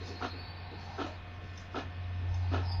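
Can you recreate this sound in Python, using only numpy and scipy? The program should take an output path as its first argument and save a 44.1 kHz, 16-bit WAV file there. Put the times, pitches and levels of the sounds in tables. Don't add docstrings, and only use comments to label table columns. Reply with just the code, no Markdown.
import sys
import numpy as np
from scipy import signal
from scipy.fft import rfft, irfft, next_fast_len
from scipy.io import wavfile
from scipy.ndimage import uniform_filter1d, map_coordinates

SR = 44100
rng = np.random.default_rng(int(sys.argv[2]) if len(sys.argv) > 2 else 0)


def persist_wave(psi):
    counts = np.round(np.clip(psi, -1, 1) * 32767).astype(np.int16)
    wavfile.write(sys.argv[1], SR, np.atleast_2d(counts).T)


def voltage_ratio(decibels):
    exponent = np.asarray(decibels, float) / 20
    return 10 ** exponent


N = 123479


def unit(x):
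    return x / np.sqrt(np.mean(x ** 2) + 1e-20)


def along(points, hz):
    point_hz, value = np.transpose(points)
    return np.interp(np.log(hz + 1), np.log(point_hz + 1), value)


def curves(rows):
    time_s, *columns = np.transpose(rows)
    return [np.interp(np.arange(N) / SR, time_s, column) for column in columns]


def wobble(knots_per_s):
    knots = rng.standard_normal(int(N * knots_per_s / SR) + 4)
    return map_coordinates(knots, [np.arange(N) * knots_per_s / SR])


def filtered(x, response):
    m = next_fast_len(N + SR // 2)
    return irfft(rfft(x, m) * response(np.fft.rfftfreq(m, 1 / SR)), m)[..., :N]


def resonant(x, modes):
    def response(f):
        total = 0
        for k, (centre, width, db) in enumerate(modes):
            damping = 1j * f * width
            total = total + (-1) ** k * voltage_ratio(db) * damping / (centre ** 2 - f ** 2 + damping + 1e-9)
        return total / np.sqrt(np.mean(np.abs(total) ** 2))
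    return filtered(x, response)


def swell(start_s, rise_s, hold_s, t60_s):
    t = np.arange(N) / SR - start_s
    fall_s = np.clip(t - rise_s - hold_s, 0, None)
    return np.clip(t / rise_s, 0, 1) * voltage_ratio(-60 * fall_s / t60_s)


def patchy_noise(spectrum, patchy_db):
    z = signal.stft(rng.standard_normal(N), nperseg=512)[2]
    field = uniform_filter1d(rng.standard_normal(z.shape), 5, 0)
    field = uniform_filter1d(field, 10, 1)
    noise = signal.istft(z * voltage_ratio(patchy_db * unit(field)), nperseg=512)[1][:N]
    return unit(filtered(noise, lambda hz: voltage_ratio(along(spectrum, hz))))


def narrow(phase, width_hz):
    return unit(wobble(width_hz) * np.sin(phase) + wobble(width_hz) * np.cos(phase))


CONTACTS_PER_S, RATTLES_PER_S, CONTACT_SPREAD_DB = 1500, 5000, 4


def contacts(per_s):
    touch = rng.random(N) < per_s / SR
    size = voltage_ratio(CONTACT_SPREAD_DB * rng.standard_normal(N))
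    return unit(touch * size * rng.choice([-1, 1], N))


def ring(events, modes, rise_s):
    out, t = np.zeros(N + SR), np.arange(SR // 4) / SR
    middle_octave = np.mean([np.log2(hz) for hz, _, _ in modes])
    onset = (1 - np.exp(-t / rise_s)) ** 2
    for start_s, level_db, hard_db in events:
        tone = 0
        for hz, mode_db, t60_s in modes:
            tilt_db = hard_db * (np.log2(hz) - middle_octave)
            decay = voltage_ratio(mode_db + tilt_db + rng.normal(0, 2.8) - 60 * t / t60_s)
            cycles = hz * rng.normal(1, 0.017) * t
            tone = tone + decay * np.sin(2 * np.pi * (cycles + rng.random()))
        out[round(start_s * SR):][:len(t)] += voltage_ratio(level_db) * tone * onset
    return out[:N]


ROOM_T60_S = 0.24


def room(x):
    t = np.arange(SR // 2) / SR
    tail = rng.standard_normal(len(t)) * voltage_ratio(-60 * t / ROOM_T60_S) * (t > .004)
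    return signal.fftconvolve(x, tail / np.linalg.norm(tail))[:N]


# frequency in Hz, relative level in dB per Hz.
STEADY_SPECTRUM = [(62, -13.5), (105, -7), (118, -15.5), (150, -12.5), (323, -20.5), (364, -23.5),
                   (657, -23), (708, -18), (762, -27), (1050, -24), (3600, -30.5), (4680, -68),
                   (7920, -120)]
STEADY_DB = -50


def steady_rush():
    return voltage_ratio(STEADY_DB) * patchy_noise(STEADY_SPECTRUM, patchy_db=0.14)


# time in seconds, level in dB.
TREBLE_LEVEL = [(0.0, -56), (0.28, -53), (0.58, -57), (1.0, -56), (1.14, -59.5), (1.31, -68), (2.1, -63.5),
                (2.42, -64.5), (2.52, -55), (2.8, -65.5)]
# frequency in Hz, relative level in dB per Hz.
TREBLE_SPECTRUM = [(2000, -4), (2700, 1.5), (3340, -23), (3860, 2.5), (4300, 1), (5000, -9), (5500, -20),
                   (6500, -56.5)]
# time in seconds, level in dB before TOP_TRIM_DB.
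TOP_LEVEL = [(0, -69), (.09, -51.5), (.17, -65.5), (.25, -56), (.3, -62), (.33, -83), (.76, -83),
             (.79, -62.5), (1.05, -60.5), (1.15, -74.5), (1.47, -69), (1.58, -63), (1.7, -72),
             (1.78, -54.5), (1.86, -72.5), (2.26, -72.5), (2.35, -60), (2.47, -69), (2.55, -60),
             (2.67, -69), (2.7, -84), (2.8, -95)]
# frequency in Hz, relative level in dB per Hz.
TOP_SPECTRUM = [(3120, -20.5), (5300, 0.5), (5540, -11), (5990, -6), (6610, -18), (7100, -18), (9230, -46),
                (15600, -120)]
TOP_TRIM_DB = -1.5


def treble_rushes():
    treble = voltage_ratio(curves(TREBLE_LEVEL)[0]) * patchy_noise(TREBLE_SPECTRUM, patchy_db=2.9)
    top = voltage_ratio(curves(TOP_LEVEL)[0] + TOP_TRIM_DB) * patchy_noise(TOP_SPECTRUM, patchy_db=2.5)
    return treble + top


# time in seconds, level in dB before SLIDE_TRIM_DB.
SLIDE_LEVEL = [(0.0, -63), (0.12, -59), (0.82, -51.5), (0.93, -47.5), (1.0, -47.5), (1.24, -68.5),
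               (1.47, -71), (1.9, -66.5), (2.1, -70.5), (2.31, -55.5), (2.45, -54), (2.7, -48.5),
               (2.8, -50.5)]
# centre in Hz, width in Hz, level in dB per pass.
RAIL_MODES = [(614, 123, -5), (790, 103, 0.5), (933.4, 75, 0.5)]
SLIDE_TRIM_DB = -2.5


def sliding():
    level_db = curves(SLIDE_LEVEL)[0] + SLIDE_TRIM_DB + 1.7 * wobble(26)
    once = resonant(rng.standard_normal(N), RAIL_MODES)
    return voltage_ratio(level_db) * unit(resonant(once, RAIL_MODES))


# time in seconds, centre in Hz, level in dB.
HISS_PATH = [(2.58, 5300, -110), (2.63, 5250, -66), (2.66, 5150, -59), (2.69, 4980, -51),
             (2.725, 4840, -46), (2.76, 4850, -51), (2.8, 4850, -55)]
HISS_WIDTH_HZ = 640


def hiss():
    hz, level_db = curves(HISS_PATH)
    return voltage_ratio(level_db) * narrow(2 * np.pi * np.cumsum(hz) / SR, HISS_WIDTH_HZ)


# time in seconds, pitch in Hz, level in dB.
SQUEAL_PATH = [(0, 4240, -60.5), (.06, 4265, -63.5), (.2, 4245, -57), (.25, 4230, -64.5), (.325, 4260, -50),
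               (.365, 4235, -58), (.395, 4470, -51), (.44, 4455, -55), (.455, 4500, -55), (.51, 4507, -55),
               (.53, 4530, -62), (.65, 4550, -62), (.7, 4520, -85), (.76, 4520, -61.5), (.86, 4430, -63),
               (.95, 4430, -87)]
SQUEAL_WIDTH_HZ, SQUEAL_ROUGH_DB = 80, -5


def squeal():
    hz, level_db = curves(SQUEAL_PATH)
    phase = 2 * np.pi * np.cumsum(hz) / SR
    rough = voltage_ratio(SQUEAL_ROUGH_DB) * narrow(phase, SQUEAL_WIDTH_HZ)
    return voltage_ratio(level_db) * unit(np.sin(phase) + rough)


# time in seconds, level in dB rms.
HUM_LEVEL = [(0.0, -42.5), (0.25, -47.5), (0.29, -44.5), (0.33, -45.5), (0.93, -47.5), (1.43, -45.5),
             (1.67, -48), (1.77, -46.5), (1.81, -49), (1.86, -41.5), (1.94, -44), (2.0, -39), (2.24, -35),
             (2.26, -32), (2.76, -33), (2.8, -31)]
# multiple of the shaft rate, level in dB rms.
WHINE_PARTIALS = [(8, -62.5), (12, -67.5), (17, -68.5), (20, -64.5), (24, -71.5), (28, -66)]
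# frequency in Hz, relative level in dB per Hz.
RUMBLE_SPECTRUM = [(12, -65), (20, -26), (54, -9.5), (70, -7), (90, -24.5), (120, -17.5), (230, -29),
                   (300, -64), (510, -120)]
SHAFT_HZ, SHAFT_WAVER = 89.62, .0012
HUM_WAVER_DB, HUM_ROUGH_DB, WHINE_WAVER_DB = .5, -24, 1.6
RUMBLE_DB, RUMBLE_FOLLOWS = -56, 0.97


def motor():
    level_db, = curves(HUM_LEVEL)
    phase = 2 * np.pi * np.cumsum(SHAFT_HZ * (1 + SHAFT_WAVER * wobble(2.1))) / SR
    skirt = voltage_ratio(HUM_ROUGH_DB) * (wobble(22) * np.sin(phase) + wobble(24) * np.cos(phase))
    hum = np.sqrt(2) * voltage_ratio(level_db + HUM_WAVER_DB * wobble(5.86)) * (np.sin(phase) + skirt)
    whine = 0
    for multiple, db in WHINE_PARTIALS:
        level = np.sqrt(2) * voltage_ratio(db + WHINE_WAVER_DB * wobble(11.77))
        whine = whine + level * np.sin(multiple * phase)
    rumble_db = RUMBLE_DB + RUMBLE_FOLLOWS * (level_db - level_db.mean()) + 1.18 * wobble(8)
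    return hum + whine + voltage_ratio(rumble_db) * patchy_noise(RUMBLE_SPECTRUM, patchy_db=1.7)


# start in seconds, level in dB.
BUMP_EVENTS = [(0.0, -46), (0.078, -45), (0.328, -47), (.71, -48.5), (1.409, -54), (1.889, -58),
               (2.208, -50)]
# centre in Hz, width in Hz, level in dB.
THUD_MODES = [(292, 86, 1), (463.5, 80, -2)]
BUMP_RISE_S, BUMP_HOLD_S, BUMP_T60_S = 0.004, 0.012, 0.43


def bumps():
    shape = sum(voltage_ratio(db) * swell(s, BUMP_RISE_S, BUMP_HOLD_S, BUMP_T60_S) for s, db in BUMP_EVENTS)
    return resonant(shape * rng.standard_normal(N), THUD_MODES)


# start in seconds, level in dB, hardness in dB per octave.
TICK_EVENTS = [(.076, -49, -3), (.838, -53, -3), (1.5745, -44, -4), (1.595, -54, 3), (2.341, -47, 0),
               (2.72, -51, -20)]
# frequency in Hz, level in dB, t60 in seconds.
CLICK_MODES = [(3600, -1, .035), (5400, -1, .04), (6200, -2, .04)]
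# centre in Hz, width in Hz, level in dB.
PAWL_MODES = [(1600, 300, 5), (3900, 170, -4), (6260, 1000, -9.5)]
TICK_TAIL_DB, TICK_TAIL_T60_S = -18, 0.23


def ticks():
    tail = sum(voltage_ratio(db + TICK_TAIL_DB) * swell(s, .012, .022, TICK_TAIL_T60_S) for s, db, _ in TICK_EVENTS)
    scrape = resonant(tail * contacts(RATTLES_PER_S), PAWL_MODES)
    return ring(TICK_EVENTS, CLICK_MODES, rise_s=.0015) + scrape


# start in seconds, level in dB, t60 in seconds.
BUZZ_EVENTS = [(1.061, -44.5, 0.38)]
# centre in Hz, width in Hz, level in dB.
FLAP_MODES = [(614, 120, 0)]


def buzz():
    shape = sum(voltage_ratio(db) * swell(s, 0.0026, 0.0045, t60) for s, db, t60 in BUZZ_EVENTS)
    return resonant(shape * contacts(CONTACTS_PER_S), FLAP_MODES)


# start in seconds, level in dB before KNOCK_TRIM_DB, hardness in dB per octave.
KNOCK_EVENTS = [(.222, -30, 0), (.243, -28, 0), (.981, -35, -2), (.989, -32, -4), (.997, -31, 1),
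                (1.015, -30, 0), (1.042, -32, -3), (1.751, -38, -4), (1.758, -26, 1), (1.769, -27, 1),
                (1.777, -30, -2), (2.516, -33, -7), (2.544, -31, 4), (2.561, -32, -1), (2.582, -34, -4)]
# frequency in Hz, level in dB, t60 in seconds.
LID_MODES = [(295, -1, .12), (370, -3, .1), (470, -6, .08), (727, -3, .08), (1350, -2, .055),
             (1480, -7, .04)]
KNOCK_TRIM_DB = -6


def knocks():
    return voltage_ratio(KNOCK_TRIM_DB) * ring(KNOCK_EVENTS, LID_MODES, rise_s=.0009)


# start in seconds, level in dB, rise in seconds, hold in seconds, t60 in seconds.
CLACK_EVENTS = [(0.199, -35, 0.028, 0.022, 0.12), (0.965, -35.5, 0.037, 0.015, 0.25),
                (1.739, -35.5, 0.011, 0.036, 0.23), (2.511, -34, 0.025, 0.0089, 0.3)]
# centre in Hz, width in Hz, level in dB.
BODY_MODES = [(269.4, 69, 3.5), (432, 255, -3.5), (716, 143, -2.5), (986, 183, -7.5), (1323, 94, -4),
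              (1726, 84, -9.5)]
# centre in Hz, width in Hz, level in dB.
PART_MODES = [(2103, 280, -8.5), (2515, 130, -0.5), (2950, 450, -4), (3736, 490, -5), (4350, 640, -10.5),
              (6440, 550, -22)]
RATTLE_LAG_S, RATTLE_DB = 0.0079, -11.5


def clacks():
    body, parts = 0, 0
    for start_s, db, *shape_s in CLACK_EVENTS:
        body = body + voltage_ratio(db) * swell(start_s, *shape_s)
        parts = parts + voltage_ratio(db + RATTLE_DB) * swell(start_s + RATTLE_LAG_S, *shape_s)
    shaken = resonant(body * contacts(CONTACTS_PER_S), BODY_MODES)
    return shaken + resonant(parts * contacts(RATTLES_PER_S), PART_MODES)


CASE_LOW_HZ, ROOM_DB = 140, -8.5


def scene():
    hits = clacks() + knocks() + buzz() + ticks() + bumps()
    hits = filtered(hits, lambda hz: (1j * hz / (CASE_LOW_HZ + 1j * hz)) ** 4)
    tones = motor() + squeal()
    noises = hiss() + sliding() + treble_rushes() + steady_rush()
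    return (hits + voltage_ratio(ROOM_DB) * room(hits) + tones + noises)[None]


def top_cut(x):
    return signal.sosfilt(signal.butter(12, 15750, fs=SR, output="sos"), x)


# frequency in Hz, gain in dB.
MIRROR_LEAK = [(8000, -26.5), (10000, -29), (12000, -33.5), (14000, -55.5), (15700, -73)]
EDGE_HZ, MIRROR_HZ, SELF_NOISE_DB = 7200, 16000, -88


def record(dry):
    band = filtered(dry, lambda hz: 1 / np.sqrt(1 + (hz / EDGE_HZ) ** 60))
    flipped = 2 * band * np.cos(2 * np.pi * MIRROR_HZ * np.arange(N) / SR)
    mirror = filtered(flipped, lambda hz: voltage_ratio(along(MIRROR_LEAK, hz)) * (hz < MIRROR_HZ))
    self_noise = voltage_ratio(SELF_NOISE_DB) * rng.standard_normal(dry.shape)
    return top_cut(band + mirror + self_noise)


dry = scene()
out = record(dry)
persist_wave(out)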